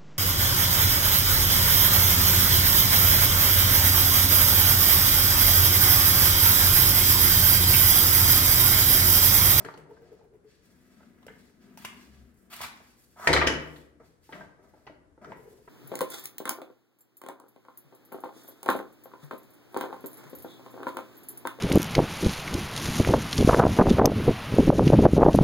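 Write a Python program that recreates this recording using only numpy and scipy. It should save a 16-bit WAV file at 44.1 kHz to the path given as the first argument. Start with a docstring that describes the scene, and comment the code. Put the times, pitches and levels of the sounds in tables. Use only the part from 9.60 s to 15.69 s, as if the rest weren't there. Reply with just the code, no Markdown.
"""Soap knocks softly on a plate and a bar rocks to rest as gloved hands lift a carton away.
Close by, just left of a pair of microphones, the card pops, the flap scrapes open and a bar slides out.
It clatters among the other bars on the plate, which rings and thumps the wooden table.
Fingers then nudge the bars, which knock and rock again; a small bare room answers it all."""
import sys
import numpy as np
from scipy import signal
from scipy.fft import rfft, irfft, next_fast_len
from scipy.io import wavfile
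from scipy.ndimage import uniform_filter1d

SR = 44100
rng = np.random.default_rng(int(sys.argv[2]) if len(sys.argv) > 2 else 0)


def inscribe(sig):
    """Save sig as 16-bit PCM at rate SR to the path in sys.argv[1].

    A 1-D sig is mono; a 2-D sig holds one channel per row.
    Samples are clipped to [-1, 1] before scaling.
    """
    pcm = np.round(np.clip(np.atleast_2d(sig).T, -1, 1) * 32767)
    wavfile.write(sys.argv[1], SR, pcm.astype(np.int16))


N = 268569
T = np.arange(N) / SR
SHORT = 4096  # samples in one short blow


# Soap striking soap and plate, close to the microphones; the first few, up to 0.2 s, are the carton tapping #
# against the soap and plate. Each row: start in seconds, level in dB, # brightness in Hz, chatter in seconds,
# then the hollow note's pitch in Hz, t60 in seconds and share in dB.
SOAP_KNOCKS = [(0.043, -41, 1800, 0.016, 434, 0.05, 15), (0.048, -41.5, 1770, 0.0012, 1615, 0.02, 8.5),
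               (0.061, -46.5, 2240, 0.0011, 1770, 0.016, 3), (0.087, -39, 1690, 0.0009, 1400, 0.009, 0),
               (0.140, -45.5, 955, 0.0038, 834, 0.058, 3), (0.176, -48.5, 1290, 0.01, 424, 0.024, 10.5),
               (0.255, -59, 1300, 0.0076, 935, 0.04, 3), (0.307, -55, 1300, 0.0066, 880, .03, 10),
               (0.367, -59, 1460, 0.0035, 1530, 0.019, 5), (0.498, -64.5, 1390, .006, 900, .02, 3),
               (0.609, -60, 1130, 0.0073, 870, 0.028, 2), (3.673, -16, 4500, 0.00074, 2232, 0.005, -0.5),
               (3.6753, -20, 8950, 0.0007, 1980, .012, -1.5), (3.689, -22.5, 890, 0.0045, 910, 0.017, 6.5),
               (3.703, -22, 1100, 0.0058, 664, 0.018, 7), (3.717, -25.5, 1010, 0.011, 520, .025, -0.5),
               (3.7304, -21, 9500, 0.0032, 990, 0.0077, -8), (3.7358, -18.5, 6250, 0.002, 4110, .008, -6.5),
               (3.742, -25.5, 1710, 0.013, 540, 0.015, -11), (3.753, -29.5, 1700, 0.0063, 1333, .015, -23),
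               (3.764, -19.5, 3000, .005, 2288, 0.01, -7), (3.773, -21, 3930, 0.0048, 1930, 0.026, -6),
               (3.792, -33.5, 1295, 0.0062, 300, 0.079, -10), (3.813, -20, 2460, 0.017, 2030, 0.01, -18),
               (3.839, -27.5, 897, 0.0032, 535, .025, 5), (3.853, -28.5, 1400, .006, 681, 0.018, -11),
               (3.868, -23.5, 5020, 0.0058, 376.5, 0.013, 5),
               (3.8727, -20, 7840, 0.0026, 2993, 0.0097, -6.5), (3.881, -26.5, 5390, 0.0042, 1940, .015, 6),
               (3.899, -28, 1314, 0.0042, 479, 0.025, 1.5), (3.917, -36, 1800, .005, 326, 0.033, -3),
               (4.402, -50, 890, 0.0059, 500, 0.048, 0.5), (4.692, -48, 1115, 0.00036, 874, 0.048, 2),
               (4.725, -39.5, 2700, 0.0086, 904, 0.019, -7), (4.751, -48, 1300, 0.012, 1213, 0.032, 14),
               (4.809, -44.5, 1434, 0.004, 1593, 0.025, 2), (4.992, -60, 908, 0.011, 614, 0.033, -9),
               (5.073, -65.5, 1413, 0.0048, 1242, 0.016, 0), (5.136, -54.5, 1010, 0.009, 840, 0.048, 0),
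               (5.267, -47.5, 3590, 0.0059, 857, 0.016, 2), (5.274, -46, 2770, 0.0041, 1318, 0.012, -2),
               (5.297, -46, 620, 0.0098, 610, .03, 7), (5.578, -54.5, 926, 0.0035, 844, 0.037, -5.5),
               (5.614, -57.5, 1500, 0.0052, 1300, .015, 4), (5.646, -44.5, 6570, 0.0027, 1400, 0.014, 9.5),
               (5.696, -47.5, 880, 0.004, 398, 0.037, 4), (5.7202, -41, 1900, 0.0013, 940, 0.015, 3.5),
               (6.076, -46, 1640, 0.011, 1330, 0.022, -9)]
# The broad crack of a waxy contact. Each row: frequency in Hz, level in dB.
WAX_CRACK = [(60, -16), (300, 20), (700, 5), (1200, -11), (2200, -4), (3500, -1), (5000, -2), (7500, -9.5),
             (11000, -12.5), (15000, -11.5)]
# A bar's short clack. Each row: pitch in Hz, level in dB, t60 in seconds.
BAR_MODES = [(560, -10.5, 0.0054), (956.6, -7.5, 0.007), (1354, 4, 0.0043), (1960, -1, 0.005),
             (2360, 4, 0.0013), (3056, -12, 0.008)]
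# The ring of the loaded plate. Each row: pitch in Hz, level in dB, t60 in seconds.
PLATE_MODES = [(157, -3.5, .6), (255, -4, .2), (300, -1, .4), (364, -3, .35), (416, -6, .35),
               (495, -5, .38), (538, -4, .35), (571, -5, .36), (606, -6, .3), (652, -4, .3), (681, -4, .3),
               (830, -2, .2), (892, 0, .25), (1020, -2, .14), (1152, -2, .16), (1314, -2, .16),
               (1450, -3, .12), (1615, 0, .18), (1770, -2, .12), (1905, 0, .17), (1949, -1, .16),
               (2078, -1, .15), (2145, -1, .16), (2260, -2, .13), (2331, -3, .14), (2560, -5, .07),
               (2750, -6, .06), (3110, -9, .05)]


def soap(thin_share=0.61, spread_s=0.0035, plate_db=-6, plate_reach_hz=2700, spot_count=4):
    """Each knock cracks, clacks and rings the plate; one track for each spot on the plate."""
    spots = np.zeros((spot_count, N))
    click = crack(WAX_CRACK)
    bar = modes(BAR_MODES, SHORT)
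    plate_hz = np.array(PLATE_MODES)[:, 0]
    spread = 1 - np.exp(-T[:SR // 2] / spread_s)  # bending waves need a moment to fill the plate
    for k, (s, db, bright_hz, chatter_s, note_hz, note_t60, note_db) in enumerate(SOAP_KNOCKS):
        spot = spots[k % spot_count]
        # hard blows land on a small edge, which radiates little bass
        edge = signal.butter(1, min(thin_share * bright_hz, SR / 4), "high", fs=SR)
        force = contact(bright_hz, chatter_s)
        clack = struck(signal.lfilter(*edge, force), click + ring(bar))
        add(spot, s, db, unit(clack + amp(note_db) * hollow(force, note_hz, note_t60)))
        reach_hz = min(bright_hz, plate_reach_hz)  # soft wax drives only the plate's lower modes
        drive = rng.choice([-1, 1], len(plate_hz)) / np.sqrt(1 + (plate_hz / reach_hz) ** 4)
        plate = ring(modes(PLATE_MODES, SR // 2, detune=0.013), drive)  # shifting bars change the load
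        add(spot, s, db + plate_db, spread * plate)
    return spots


# The bar's full weight coming down. Each row: start in seconds, level in dB.
BAR_LANDINGS = [(3.677, -27), (3.734, -25), (3.875, -35)]
# The wooden table under the plate. Each row: pitch in Hz, level in dB, t60 in seconds.
TABLE_MODES = [(72.96, 2, 0.84), (104, 4.5, 0.15), (158.8, -15.5, 1), (240, -4.5, 0.035)]


def table_thumps(build_s=0.02):
    """The falling bar bends the table top, which carries the thud straight to the microphones."""
    out = np.zeros(N)
    build = 1 - np.exp(-T[:SR] / build_s)
    thud = unit(modes(TABLE_MODES, SR).sum(axis=0) * build)
    for s, db in BAR_LANDINGS:
        add(out, s, db, thud)
    return out


# Card snapping in the hands. Each row: start in seconds, level in dB, brightness in Hz,
# chatter in seconds, then the hollow note's pitch in Hz, t60 in seconds and share in dB.
CARD_SNAPS = [(0.049, -47, 10800, 0.0014, 4480, 0.0071, -15), (0.062, -54, 7000, 0.0024, 3270, .004, -6),
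              (0.083, -57, 7500, .004, 4840, 0.0034, -6), (0.14, -55, 6000, 0.0028, 4480, .008, -9),
              (0.176, -55, 11500, 0.001, 3740, .008, -35), (1.405, -59.5, 2000, 0.0095, 880, .02, -5),
              (1.43, -59.5, 3000, 0.0067, 1500, 0.0062, -14), (1.629, -58, 9000, 0.002, 1120, 0.0092, 4),
              (1.6665, -47, 18300, 0.00063, 490, 0.018, 7), (1.682, -45, 3500, 0.0037, 1610, 0.005, 3),
              (1.70, -49.5, 1200, 0.0054, 435, .03, 9), (2.1744, -46.5, 19300, 0.0021, 880, 0.027, 1),
              (2.244, -56, 11900, 0.0035, 3330, .004, 1), (2.2495, -40.5, 18900, 0.0014, 7700, 0.0045, -19),
              (2.2483, -39.5, 7400, 0.0012, 1210, 0.012, -3), (2.2512, -39, 4530, 0.0018, 2460, 0.0029, 8),
              (2.2555, -42, 18800, 0.0027, 2970, 0.0042, -0.5),
              (2.934, -47, 14200, 0.015, 2420, 0.0057, -3.5),
              (3.0061, -38.5, 9000, 0.00063, 1100, 0.013, 5),
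              (3.019, -41.5, 17000, 0.0054, 1050, 0.0091, -1.5),
              (3.0454, -42, 3186, 0.0022, 2380, 0.0084, 12),
              (3.054, -45.5, 3300, 0.0064, 1480, 0.028, -1.5), (3.172, -60, 11200, .005, 7060, .004, -11.5),
              (3.203, -54, 2372, 0.007, 1080, 0.0082, -1.5), (3.563, -58, 1325, 0.0026, 990, 0.024, -2),
              (3.597, -46, 1276, 0.0036, 1098, 0.022, 2), (4.160, -55.5, 11150, 0.0085, 4160, .004, -2)]
# The broad crack of creased card. Each row: frequency in Hz, level in dB.
CREASE_CRACK = [(100, -23.5), (400, 4.5), (1000, 10), (2500, 2.5), (4000, -4.5), (7000, -4.5),
                (15000, -12.5)]
# The hollow carton. Each row: pitch in Hz, level in dB, t60 in seconds.
CARTON_MODES = [(820, -7.5, 0.045), (1061, -2.5, 0.027), (1470, 0.5, 0.0074), (2044, -3, .009),
                (2900, -8.5, .005)]


def carton_snaps(carton_db=-2, thin_hz=1000, thin_at_bright_hz=8200):
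    """Folds and tabs let go with a crack and a hollow pop; bright snaps from small edges are thin."""
    out = np.zeros(N)
    click = crack(CREASE_CRACK)
    for s, db, bright_hz, chatter_s, note_hz, note_t60, note_db in CARD_SNAPS:
        low_cut_hz = min(thin_hz * (bright_hz / thin_at_bright_hz) ** 2, SR / 4)
        edge = signal.butter(1, low_cut_hz, "high", fs=SR)
        force = contact(bright_hz, chatter_s)
        carton = modes(CARTON_MODES, SHORT, detune=0.081)  # the grip changes the carton's hollow
        snap = struck(signal.lfilter(*edge, force), click + amp(carton_db) * ring(carton))
        add(out, s, db, unit(snap + amp(note_db) * hollow(force, note_hz, note_t60)))
    return out


# Soap rasping inside the carton. Each row: frequency in Hz, level in dB.
SLIDE_SPECTRUM = [(150, -12.5), (550, -4), (750, -4), (1000, 1), (1400, -0.5), (1800, -6), (2600, -20.5),
                  (4000, -21), (6000, -19.5), (14000, -26.5)]


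def bar_slide(start_s=3.555, exit_s=3.672, db=-38.5, release_s=0.0055):
    """The tipped bar speeds up evenly, and its rasp grows until it leaves the carton."""
    speed = np.clip((T - start_s) / (exit_s - start_s), 0, 1)
    inside = np.exp(-np.clip((T - exit_s) / release_s, 0, 20))
    return amp(db) * speed * inside * friction(SLIDE_SPECTRUM)


# Pulls on the flap. Each row: start in seconds, length in seconds, level in dB.
FLAP_PULLS = [(2.172, 0.058, -57), (2.898, 0.12, -52), (2.916, 0.019, -53), (2.998, 0.054, -45)]
# Card dragging on card. Each row: frequency in Hz, level in dB.
FLAP_SPECTRUM = [(180, -36), (300, -11), (404, -36), (453, -30), (600, -10), (652, -5.5), (1020, 3),
                 (1540, -0.5), (4420, -6.5), (5210, -12), (10300, -14.5), (15500, -15)]


def carton_flap(fibres_db=-3, catch_db=3.5, catches_per_s=130):
    """The flap drags out of its slot in small jerks while the card's fibres crackle."""
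    scrape = friction(FLAP_SPECTRUM, grain_db=-0.5) + amp(fibres_db) * crackle()
    jerks = amp(catch_db * wander(catches_per_s))
    return strokes(FLAP_PULLS, attack_s=0.017, release_s=0.014) * jerks * scrape


# A rounded bar rocking on the plate. Each row: first swing in seconds, end of the swings in seconds,
# time between swings in seconds, level in dB.
ROCKING_SPELLS = [(0.078, .93, 0.1121, -47.5), (5.662, 6.0, 0.066, -51)]
# Its rolling rumble. Each row: frequency in Hz, level in dB.
RUMBLE_SPECTRUM = [(100, -10), (157, 3.5), (210, -11.5), (330, -8), (440, 9.5), (560, -14), (700, -35),
                   (1700, -26), (4000, -52)]
# Its rattle. Each row: frequency in Hz, level in dB.
RATTLE_SPECTRUM = [(500, 11.5), (850, -1.5), (1150, -9), (1600, -12), (2200, -11), (4000, -30), (8000, -23)]
ROCK_HZ, ROCK_BEND_HZ, ROCK_WIDTH_HZ = 366.6, 99, 59
ROCK_NOTE_DB, RUMBLE_DB, RATTLE_DB = 3, -1, -8


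def rocking_bar(swing_s=0.017, uneven_s=0.0075, uneven_db=1.2, fade_db_per_s=13.5):
    """The bar rumbles and rattles in uneven, dying swings; its rough contact note rises in mid-swing."""
    swing, gain = np.zeros(N), np.zeros(N)
    for first_s, rest_s, period_s, db in ROCKING_SPELLS:
        for s, (late, strong) in zip(np.arange(first_s, rest_s, period_s), rng.standard_normal((16, 2))):
            from_middle = abs(T - s - uneven_s * late) / swing_s
            speed = np.exp(-.5 * np.minimum(from_middle, 10) ** 2)
            swing = np.maximum(swing, speed)
            gain += amp(db - fade_db_per_s * (s - first_s) + uneven_db * strong) * speed
    phase = 2 * np.pi * np.cumsum(ROCK_HZ + ROCK_BEND_HZ * swing) / SR
    note = (wander(ROCK_WIDTH_HZ) * np.sin(phase) + wander(ROCK_WIDTH_HZ) * np.cos(phase)) / np.sqrt(2)
    rattle = swing * friction(RATTLE_SPECTRUM, grain_db=6.5)
    rumble = friction(RUMBLE_SPECTRUM)
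    return gain * (amp(ROCK_NOTE_DB) * note + amp(RUMBLE_DB) * rumble + amp(RATTLE_DB) * rattle)


# Fingers pushing a bar. Each row: start in seconds, length in seconds, level in dB.
SCUFF_PUSHES = [(-0.03, 0.037, -41.5), (.26, 0.34, -66.5), (1.39, 0.015, -68), (4.395, 0.023, -55),
                (4.71, 0.12, -49), (4.98, 0.094, -62.5), (5.1, 0.23, -66.5), (5.612, 0.12, -52)]
# Soap dragging on the plate. Each row: frequency in Hz, level in dB.
SCUFF_SPECTRUM = [(150, 5.5), (350, 4.5), (600, 8.5), (850, -1), (1400, -3.5), (2100, -10.5), (3000, -27),
                  (6000, -23), (12000, -35)]


def bar_scuffs():
    """A pushed bar scuffs over the plate in tiny slips."""
    return strokes(SCUFF_PUSHES, attack_s=0.0055, release_s=0.022) * friction(SCUFF_SPECTRUM, grain_db=3)


# Glove strokes. Each row: start in seconds, length in seconds, level in dB, extra treble in dB.
GLOVE_STROKES = [(-0.03, 0.13, -66, 0), (0.268, 0.32, -74.5, -11), (0.85, .12, -69.5, -8),
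                 (1.005, 0.31, -75, 2), (1.3, 0.16, -72.5, -8), (1.694, 0.2, -70, -2),
                 (1.993, 0.031, -65, -10), (2.31, 0.15, -66, -2.5), (2.504, 0.085, -69.5, -13),
                 (2.728, 0.07, -85, 17), (3.11, 0.19, -66.5, -1), (3.353, 0.07, -70.5, 9),
                 (3.483, 0.054, -75.5, 4), (3.571, 0.61, -67.5, 2.5), (4.417, 0.057, -70.5, -0.5),
                 (4.605, 0.11, -68, 2), (4.731, 0.14, -72.5, -9), (5.0, 0.28, -78.5, 1.5),
                 (5.731, 0.18, -76.5, 8), (5.858, 0.33, -75.5, 3.5)]
# Rubber brushing, heard close up. Each row: frequency in Hz, level in dB.
GLOVE_SPECTRUM = [(700, -21), (1600, 4), (3000, -2.5), (4700, 0.5), (7000, -2.5), (11000, -5.5),
                  (15500, -11)]


def gloves(crackle_db=-4.5, treble_hz=7000):
    """Rubber sticks and lets go on card and soap with a fine crackle; light, quick touches hiss."""
    rub = friction(GLOVE_SPECTRUM, grain_db=0.5) + amp(crackle_db) * crackle()
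    hiss = signal.sosfiltfilt(signal.butter(2, treble_hz, "high", fs=SR, output="sos"), rub)
    out = np.zeros(N)
    for s, length, db, treble_db in GLOVE_STROKES:
        touch = strokes([(s, length, db)], attack_s=0.04, release_s=0.055)
        out += touch * (rub + (amp(treble_db) - 1) * hiss)
    return out


# The fine crackle of card and rubber. Each row: frequency in Hz, level in dB.
CRACKLE_SPECTRUM = [(900, -9), (2500, 6), (6000, -1), (11000, 2), (15500, -0.5)]


def crackle(clicks_per_s=860):
    """Lone clicks at random moments, a few much louder than the rest."""
    chance, size = rng.random(N), rng.standard_normal(N)
    return colour((chance < clicks_per_s / SR) * size * np.sqrt(abs(size)), CRACKLE_SPECTRUM)


# Arm movements at the table. Each row: start in seconds, length in seconds, level in dB.
ARM_MOVES = [(1.0, 0.058, -56.5), (1.2, 0.24, -61.5), (1.48, 0.27, -60.5), (1.93, 0.42, -57),
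             (2.4, 0.22, -65), (2.76, 0.37, -63), (5.7, 0.22, -69)]
# Rustling cloth. Each row: frequency in Hz, level in dB.
SLEEVE_SPECTRUM = [(60, -10), (130, -7.5), (260, 6), (350, -3), (500, -13), (900, -20), (1600, -16.5),
                   (4000, -34.5)]


def sleeves():
    """Cloth rustles softly as the arms move."""
    return strokes(ARM_MOVES, attack_s=0.17, release_s=0.17) * friction(SLEEVE_SPECTRUM)


# One brief low drone. Each row: start in seconds, length in seconds, level in dB.
DRONE_STROKES = [(2.42, 0.28, -57)]
# Its two bass peaks. Each row: frequency in Hz, level in dB.
DRONE_SPECTRUM = [(55, -18.5), (70, 3), (88, -51.5), (138, -11.5), (170, -66), (900, -56)]


def drone():
    """Low friction, as of a forearm rubbing on the table."""
    return strokes(DRONE_STROKES, attack_s=0.085, release_s=0.023) * friction(DRONE_SPECTRUM)


# The decay of the small bare room. 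Each row: frequency in Hz, t60 in seconds.
ROOM_DECAY = [(80, 0.58), (300, 0.97), (1000, 0.67), (2200, 0.56), (5000, 0.36), (14000, 0.25)]
# The strength of its tail. Each row: frequency in Hz, level in dB.
ROOM_SPECTRUM = [(100, 5), (500, -3), (2000, 3), (5000, 6.5), (14000, 4.5)]


def room(early_db=-3, early_s=0.0058, late_db=-3, onset_s=0.0012):
    """Quick reflections off plate, table and near wall, then a tail whose treble dies first."""
    t = T[:SR]
    early = unit(diffuse(SR) * np.exp(-t / early_s) * (t > .0005))
    spectrum = rfft(diffuse(SR))
    octave = np.log2(np.clip(np.arange(spectrum.shape[1]), 64, 16384))
    late = 0
    for k in range(6, 15):
        band = irfft(spectrum * np.maximum(1 - abs(octave - k), 0), SR)
        decay = np.exp(-np.log(1000) * t / at(ROOM_DECAY, 2. ** k))
        late = late + amp(at(ROOM_SPECTRUM, 2. ** k)) * band * decay
    return amp(early_db) * early + amp(late_db) * unit(late * (1 - np.exp(-t / onset_s)))


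# The quiet room around the table. Each row: frequency in Hz, level in dB.
ROOM_TONE_SPECTRUM = [(25, -0.5), (60, 6), (150, -3.5), (300, -3.5), (500, -7), (800, -18), (1600, -17),
                      (2600, -31), (5000, -31.5), (10000, -32.5), (15500, -48)]


def room_tone(db=-65):
    """Faint, steady, bass-heavy noise reaches the microphones from all sides."""
    return amp(db) * np.array([colour(side, ROOM_TONE_SPECTRUM) for side in diffuse(N)])


# The room's width at the microphones. Each row: frequency in Hz, side over mid in dB.
STEREO_WIDTH = [(60, -3.5), (250, -11), (600, -2), (1200, 0)]


def diffuse(count):
    """Noise from all sides: partly alike at both microphones in the bass, unrelated in the treble."""
    size = next_fast_len(count)
    mid, side = rfft(rng.standard_normal((2, size)))
    width = amp(at(STEREO_WIDTH, np.arange(len(mid)) * SR / size))
    pair = np.array([mid + width * side, mid - width * side]) / np.sqrt(1 + width ** 2)
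    return irfft(pair, size)[:, :count]


# The balance of the microphone pair. Each row: frequency in Hz, left over right in dB.
MICROPHONE_BALANCE = [(60, 7.5), (200, 5), (550, 0.7), (1200, 0.2), (2600, 2.5), (5000, 0.6), (10000, 1),
                      (14000, -3)]


def microphones(sound):
    """The two microphones differ a little in colour."""
    tilt = at(MICROPHONE_BALANCE, np.arange(N + 1) * SR / (2 * N))
    return irfft(rfft(sound, 2 * N) * amp([tilt / 2, -tilt / 2]))[:, :N]


def contact(bright_hz, chatter_s, push_s=0.002, tick_db=-25):
    """A push, then tiny re-contacts; soft contacts carry less treble, though some always ticks through."""
    slips = rng.standard_normal(SHORT)
    force = unit(slips * np.sqrt(abs(slips)) * np.exp(-T[:SHORT] / chatter_s)) * chatter_s / push_s
    force[0] += 1
    soft = signal.lfilter(*signal.butter(2, min(bright_hz, .45 * SR), fs=SR), force)
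    return soft + amp(tick_db) * force


def crack(points):
    """The sharpest causal click that has this (Hz, dB) spectrum."""
    hz = np.arange(SHORT // 2 + 1) * SR / SHORT
    cepstrum = irfft(np.log(amp(at(points, hz))))
    cepstrum[1:SHORT // 2] *= 2  # fold to minimum phase
    cepstrum[SHORT // 2 + 1:] = 0
    return unit(irfft(np.exp(rfft(cepstrum))))


def modes(table, count, detune=0):
    """One decaying sine for each (Hz, dB, t60) row; detune scatters the pitches by a random share."""
    hz, db, t60 = np.transpose(table)[:, :, None]
    hz = hz * (1 + detune * rng.standard_normal(hz.shape))
    return amp(db) * np.exp(-np.log(1000) * T[:count] / t60) * np.sin(2 * np.pi * hz * T[:count])


def ring(waves, drive=1):
    """Sum of modes; each striking point weights them a little differently."""
    return unit((drive * amp(2 * rng.standard_normal(len(waves)))) @ waves)


def struck(force, body):
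    """A small body's answer to a force, with an energy of one."""
    return unit(irfft(rfft(force) * rfft(body)))


def hollow(force, hz, t60):
    """The short note of the spot that is hit, set by how it is held or where it rests."""
    return struck(force, modes([(hz, 0, t60)], SHORT)[0])


def friction(points, grain_db=4):
    """Dense tiny slips of uneven size, heard through a body's colour."""
    grains = np.minimum(rng.standard_normal(N // 32 + 1), 2)
    sizes = amp(grain_db * np.repeat(grains, 32)[:N])
    return colour(rng.standard_normal(N) * sizes, points)


def strokes(rows, attack_s, release_s):
    """Gain of (start, length, dB) strokes: each swells, holds and dies away."""
    gain = np.zeros(N)
    for s, length, db in rows:
        swell = np.clip((T - s) / attack_s, 0, 1)
        release = np.exp(-np.clip((T - s - length) / release_s, 0, 20))
        gain += amp(db) * swell * release
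    return gain


def wander(rate):
    """A smooth random curve with about rate turns a second and a spread of one."""
    size = int(SR / rate)
    steps = np.repeat(rng.standard_normal(1024), size)[:N]
    walk = uniform_filter1d(np.resize(steps, N), size)
    return walk / walk.std()


def colour(x, points):
    """Give a signal a (Hz, dB) spectrum that falls away below its first point; rms one."""
    size = next_fast_len(len(x))
    hz = np.arange(size // 2 + 1) * SR / size
    gain = amp(at(points, hz)) * np.minimum(hz / points[0][0], 1) ** 2
    y = irfft(rfft(x, size) * gain, size)[:len(x)]
    return y / y.std()


def add(track, s, db, sound):
    """Mix in a blow; for an energy of one, db is its level over 10 ms."""
    start = max(int(s * SR), 0)
    part = sound[:N - start]
    track[start:start + len(part)] += amp(db) * np.sqrt(SR / 100) * part


def amp(db):
    """Decibels to gain."""
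    return 10 ** (np.asarray(db) / 20)


def at(points, hz):
    """Read a table on a log-frequency axis."""
    f, value = np.transpose(points)
    return np.interp(np.log(hz + 1), np.log(f), value)


def unit(x):
    """Scale to an energy of one."""
    return x / np.sqrt(np.sum(x ** 2, axis=-1, keepdims=True) + 1e-20)


def scene(direct_db=-3, right_lag_s=0.00007, grip_db=2, grips_per_s=60):
    """The hands work just left of the microphones; each spot has its own reflections."""
    knocks, snaps = soap(), carton_snaps()
    grip = amp(grip_db * (wander(grips_per_s) - .5))  # fingers catch and slip
    handling = bar_slide() + carton_flap() + grip * (bar_scuffs() + gloves()) + sleeves() + drone()
    spots = np.vstack([knocks, snaps, handling, rocking_bar()])
    left = spots.sum(axis=0)
    right = np.pad(left, (round(right_lag_s * SR), 0))[:N]
    direct = amp(direct_db) * np.array([left, right])
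    reflected = sum(signal.fftconvolve(spot[None], room(), axes=1)[:, :N] for spot in spots)
    return microphones(direct + reflected + table_thumps() + room_tone())


def record(dry, low_cut_hz=52, ceiling=0.85, top_hz=15900):
    """The phone cuts the deep bass, rounds the loudest peak and cuts the top of the treble."""
    thin = signal.sosfilt(signal.butter(2, low_cut_hz, "high", fs=SR, output="sos"), dry)
    rounded = ceiling * np.tanh(thin / ceiling)
    return signal.sosfilt(signal.ellip(10, .2, 70, top_hz, fs=SR, output="sos"), rounded)


dry = scene()
out = record(dry)
inscribe(out)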